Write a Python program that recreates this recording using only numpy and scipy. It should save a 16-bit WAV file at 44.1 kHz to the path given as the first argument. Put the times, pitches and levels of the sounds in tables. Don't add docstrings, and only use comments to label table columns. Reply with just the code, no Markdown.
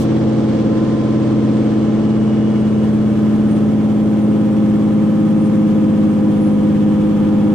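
import sys
import numpy as np
from scipy import signal
from scipy.fft import rfft, irfft
from scipy.io import wavfile

SR = 44100
rng = np.random.default_rng(int(sys.argv[2]) if len(sys.argv) > 2 else 0)


def wrap_up_sound(samples):
    columns = np.atleast_2d(samples).T
    tamed = np.clip(columns, -1, 1)
    steps = np.round(tamed * 32767).astype(np.int16)
    wavfile.write(sys.argv[1], SR, steps)


N = 332514
TIME = np.arange(N) / SR


# order, level pulling away/dB, level under way/dB, left minus right/dB
ENGINE_TONES = [(2, -50, -48.5, 0.5), (3, -53, -52.5, 1.5), (4, -49.5, -59, 0), (5, -35.5, -39.5, 0.5),
                (6, -32, -32.5, 1.5), (7, -24.5, -31, .5), (8, -34.5, -49, 3), (9, -31, -25.5, -0.5),
                (10, -39, -29.5, 2.5), (11, -33.5, -32, -1), (12, -14, -15, 0.5), (13, -37, -23, 4.5),
                (14, -34, -40, 9), (15, -28, -29.5, 2), (16, -28, -36, -1.5), (17, -29.5, -30, -5.5),
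                (18, -22.5, -21.5, 0), (19, -40, -38, 3.5), (20, -33, -38.5, 2), (21, -43.5, -41, -6),
                (22, -38.5, -37.5, 3.5), (23, -40, -46, 4), (24, -37.5, -39.5, 4.5), (25, -40, -45, -9.5),
                (26, -35, -47, -0.5), (27, -43, -49, -6.5), (28, -40.5, -51, -3), (29, -43, -43, -13.5),
                (30, -36, -30.5, -6), (31, -47.5, -45.5, 5), (33, -42.5, -49.5, 2), (36, -48, -54.5, -4),
                (37, -49.5, -47.5, -5.5), (39, -44, -53, -7), (44, -49, -55, 1), (45, -46.5, -45, -11),
                (48, -54.5, -48.5, 6), (57, -49.5, -47, -5), (72.4, -54, -50.5, -8)]


def engine_drone(cycle, rpm):
    pulling_rpm, under_way_rpm = 2142, 2102
    main_order, node_rpm, node_width_rpm = 12, 2126, 9
    under_way = np.clip((pulling_rpm - rpm) / (pulling_rpm - under_way_rpm), 0, 1)
    out, phase = np.zeros((2, N)), 0
    for order, early_db, late_db, pan_db in ENGINE_TONES:
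        order = round(order)
        waver_db = 0.23 * drift(3) if order % 6 == 0 else 1.23 * drift(0.83)
        level_db = early_db + (late_db - early_db) * under_way
        gain = from_db(level_db + crossing_db(order, rpm) + waver_db)
        free = order not in (main_order, main_order + 1)
        phase += free * 1.32 * rng.standard_normal()
        phase -= .3 * (order - main_order)
        if order == main_order + 1:
            gain = gain * np.tanh((rpm - node_rpm) / node_width_rpm)
        hz = order * cycle_hz(rpm.mean())
        out += stereo_tone(order * cycle + phase, hz, gain, pan_db, scatter=1.9)
    return out


# order, drop below full speed/rpm, half width/rpm, level change/dB
CROSSINGS = [(5, 78, 13, -9.5), (7, 66, 19, 3.5), (12, 6.4, 21.2, -4.5), (15, 34.6, 6.4, -14),
             (17, 31, 4, -11), (18, 44, 13, -4), (29, 8, 12, 8.5), (30, 35, 11, -9), (39, 6.4, 10, 6),
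             (45, 16, 24, -10), (57, 14.6, 5.8, 8), (57, 77, 7, 1.5)]


def crossing_db(order, rpm, full_rpm=2175):
    return sum(change_db * np.exp(-((full_rpm - rpm - drop) / half_width) ** 2)
               for which, drop, half_width, change_db in CROSSINGS if round(which) == order)


# f/Hz, base level/dB
BUZZ_LEVELS = [(580, -49), (750, -54.5), (1000, -55.5), (1300, -59), (1700, -71)]


def engine_buzz(cycle, rpm):
    out = np.zeros((2, N))
    strong = [round(row[0]) for row in ENGINE_TONES]
    for order in range(34, 90):
        if order not in strong:
            hz = order * cycle_hz(rpm.mean())
            gain = from_db(at_hz(BUZZ_LEVELS, hz) - 6.5 + 5 * drift(0.6))
            angle = order * cycle + rng.uniform(0, 2 * np.pi)
            out += stereo_tone(angle, hz, gain, pan_db=rng.normal(0, 2), scatter=1.0)
    return out


BELT_TIMES = (1, 3.7, 6.5)
# multiple of the cycle rate, level/dB at each of those moments, left minus right/dB
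BELT_TONES = [(17.28, -46.5, -45.5, -48, -4), (17.9, -46.5, -49.5, -43.5, 0),
              (18.28, -45.5, -51, -30, -3.5), (23.75, -45, -40, -44.5, 1.5), (26.73, -57.5, -53, -39, 4.5),
              (32.46, -41, -39, -48.5, -0.5), (44.5, -64, -50.5, -54, -2)]


def belt_drive(cycle, rpm):
    out = np.zeros((2, N))
    for ratio, *levels_db, pan_db in BELT_TONES:
        level_db = np.interp(TIME, BELT_TIMES, levels_db) + 2.3 * drift(1.1)
        angle = ratio * cycle + rng.uniform(0, 2 * np.pi)
        slip = .4 * drift(0.98)
        hz = ratio * cycle_hz(rpm.mean())
        out += stereo_tone(angle + slip, hz, from_db(level_db), pan_db, scatter=2.5)
    return out


# t/s, level change/dB
TRACK_RUMBLE = [(0, 6), (1.8, -1.5), (4, 2.5), (5.4, -12), (6.75, 5), (7.54, 4)]


def running_noise(cycle, settle_s=2.7):
    strain = np.exp(-(TIME / settle_s) ** 2)
    track_db, = in_time(TRACK_RUMBLE)
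    firings = np.cos(6 * cycle)
    uneven_cylinders = np.cos(cycle) + np.cos(3 * cycle)
    pulse_db = 0.8 * firings + 0.41 * uneven_cylinders + 0.68 * drift(25)
    rumble = from_db(track_db) * cabin_noise(14, 110)
    roar = from_db(1.64 + 2 * strain) * cabin_noise(95, 650)
    clatter = from_db(-0.14 + 2 * strain) * cabin_noise(650, 3400)
    rasp = from_db(-3.5) * fade_in(at_s=6.25, rise_s=.15) * cabin_noise(2700, 3400)
    hiss = from_db(-2.5 + 7.5 * strain) * cabin_noise(3930, 5800)
    sizzle = from_db(0.5 + 1.5 * strain) * cabin_noise(5800, 9300)
    top_hiss = from_db(-9.5 + 11.5 * fade_in(at_s=2.6, rise_s=.3)) * cabin_noise(9300, 16000)
    return rumble + roar + from_db(pulse_db) * (clatter + rasp + hiss + sizzle + top_hiss)


# f/Hz, base level in each hertz/dB
NOISE_LEVELS = [(25, -65), (50, -63.5), (80, -60.5), (130, -60.5), (210, -51.5), (290, -56), (370, -61),
                (520, -59.5), (640, -66.5), (1100, -68), (2100, -79), (3200, -77.5), (4200, -85),
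                (6500, -90), (8500, -93.5), (10000, -99), (13000, -102), (15000, -107)]


def cabin_noise(low_hz, high_hz):
    hz = np.arange(N // 2 + 1) * SR / N + 1e-3
    band = 1 / np.sqrt((1 + (low_hz / hz) ** 10) * (1 + (hz / high_hz) ** 10))
    alike = np.clip(at_hz(EAR_LIKENESS, hz), 0, .999)
    shared, opposed = rfft(rng.standard_normal((2, N)))
    ears = np.array([[1], [-1]])
    stereo = np.sqrt(1 + alike) * shared + np.sqrt(1 - alike) * opposed * ears
    left_lead = np.exp(.5j * ears * at_hz(EAR_LIKENESS, hz, column=2))
    colour = from_db(at_hz(NOISE_LEVELS, hz) + panel_db(hz))
    return irfft(stereo * left_lead * band * colour, N) * np.sqrt(SR) / 2


# f/Hz, width/Hz, level change/dB
PANELS = [(315, 28, 4.5), (1020, 36, -0.5), (1800, 110, 3), (2228, 69, 4.5), (3360, 40, 2), (3500, 70, 1.5),
          (4150, 35, 7.5), (5670, 230, 1), (6400, 83, 3), (11500, 220, 4.5)]


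def panel_db(hz):
    strong = sum(resonance_db(hz, centre, width, peak_db) for centre, width, peak_db in PANELS)
    grid_hz = np.arange(0, SR / 2, 55)
    crowd = np.interp(hz, grid_hz, rng.standard_normal(len(grid_hz)))
    return strong + 1.1 * crowd * np.clip(hz / 2500, 0, 1)


# f/Hz, level/dB
FLOOR_HUM = [(58.5, -48), (119, -44.5)]


def floor_hum():
    return sum(np.sqrt(2) * from_db(level_db + 2.2 * drift(0.94)) * np.sin(2 * np.pi * hz * TIME)
               for hz, level_db in FLOOR_HUM)


def squeal(peak_s=2.4, peak_db=-51, rise_db_per_s=16, fall_db_per_s=9, sag_hz_per_s=18):
    since = TIME - peak_s
    level_db = peak_db + np.minimum(rise_db_per_s * since, -fall_db_per_s * since)
    return from_db(level_db) * whistle(hz=2900 - sag_hz_per_s * since, width_hz=12, steady=1.7)


# t/s, f/Hz
TURBO_PITCH = [(0, 7940), (2.1, 8570), (3.5, 8950), (5.4, 9540), (6.55, 9790), (7.54, 9885)]
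# f/Hz, level boost/dB
DUCT_RESONANCES = [(8270, 5.5), (8420, 7.5), (8720, 5.5), (8955, 13), (9180, 6), (9555, 9.5), (9765, 10),
                   (9885, 7)]


def turbocharger(base_db=-67.5, duct_width_hz=42):
    hz, = in_time(TURBO_PITCH)
    flare_db = sum(resonance_db(hz, centre, duct_width_hz, db) for centre, db in DUCT_RESONANCES)
    return from_db(base_db + flare_db) * whistle(hz, width_hz=45, steady=.8)


def equipment_whine():
    return from_db(-66.5) * whistle(hz=8270, width_hz=16, steady=.7)


def opening_hiss(length_s=0.044):
    bright = np.diff(cabin_noise(3100, 16000), prepend=0)
    return from_db(12.5) * np.exp(-(TIME / length_s) ** 4) * bright


def whistle(hz, width_hz, steady):
    angle = 2 * np.pi * np.cumsum(hz * np.ones(N)) / SR
    ears = [(steady + drift(width_hz)) * np.cos(angle) + drift(width_hz) * np.sin(angle)
            for ear in range(2)]
    return np.array(ears) / np.sqrt(1 + steady ** 2 / 2)


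# f/Hz, likeness (1 = the same), left ear's lead/rad
EAR_LIKENESS = [(60, 0.96, .05), (131, 0.94, 0.086), (211, 0.79, 0.3), (310, 1, 0.64), (537, 0.51, 0.9),
                (1300, 0.61, 0.11), (3100, 0.3, 0.11), (7000, 0.092, .05)]


def stereo_tone(angle, hz, gain, pan_db, scatter):
    unlike = max(1 - at_hz(EAR_LIKENESS, hz), 0)
    lead = at_hz(EAR_LIKENESS, hz, column=2) + scatter * unlike * rng.standard_normal()
    ears = np.array([[1], [-1]])
    wave = np.cos((angle + ears * lead / 2).astype(np.float32))
    return np.sqrt(2) * from_db(ears * pan_db / 2) * gain * wave


def resonance_db(hz, centre_hz, width_hz, peak_db):
    return peak_db / (1 + (2 * (hz - centre_hz) / width_hz) ** 2)


def drift(rate_hz):
    step, warm_up = 40, 2000
    pole = np.exp(-2 * np.pi * rate_hz * step / SR)
    noise = rng.standard_normal(N // step + warm_up + 2)
    slow = signal.lfilter([1], [1, -2 * pole, pole * pole], noise)[warm_up:]
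    return np.interp(np.arange(N) / step, np.arange(len(slow)), slow / slow.std())


def fade_in(at_s, rise_s):
    return (1 + np.tanh((TIME - at_s) / rise_s)) / 2


def cycle_hz(rpm):
    return rpm / 120


def from_db(db):
    return 10 ** (np.asarray(db) / 20)


def in_time(rows):
    times, *columns = np.transpose(rows)
    return [np.interp(TIME, times, column) for column in columns]


def at_hz(rows, hz, column=1):
    rows = np.array(rows)
    return np.interp(np.log(np.maximum(hz, 1)), np.log(rows[:, 0]), rows[:, column])


# t/s, speed/rpm
ENGINE_SPEED = [(0, 2172), (2.4, 2144), (2.8, 2138), (3.5, 2133), (4, 2125), (5.3, 2101), (6.5, 2070),
                (7.54, 2070)]


def scene():
    rpm, = in_time(ENGINE_SPEED)
    cycle = 2 * np.pi * np.cumsum(cycle_hz(rpm)) / SR
    cycle = cycle + .002 * drift(16)
    machinery = engine_drone(cycle, rpm) + engine_buzz(cycle, rpm) + belt_drive(cycle, rpm)
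    background = running_noise(cycle) + equipment_whine() + floor_hum()
    return machinery + background + turbocharger() + squeal() + opening_hiss()


def record(dry, cutoff_hz=15500):
    return signal.sosfilt(signal.ellip(10, .1, 80, cutoff_hz, fs=SR, output="sos"), dry)


dry = scene()
out = record(dry)
wrap_up_sound(out)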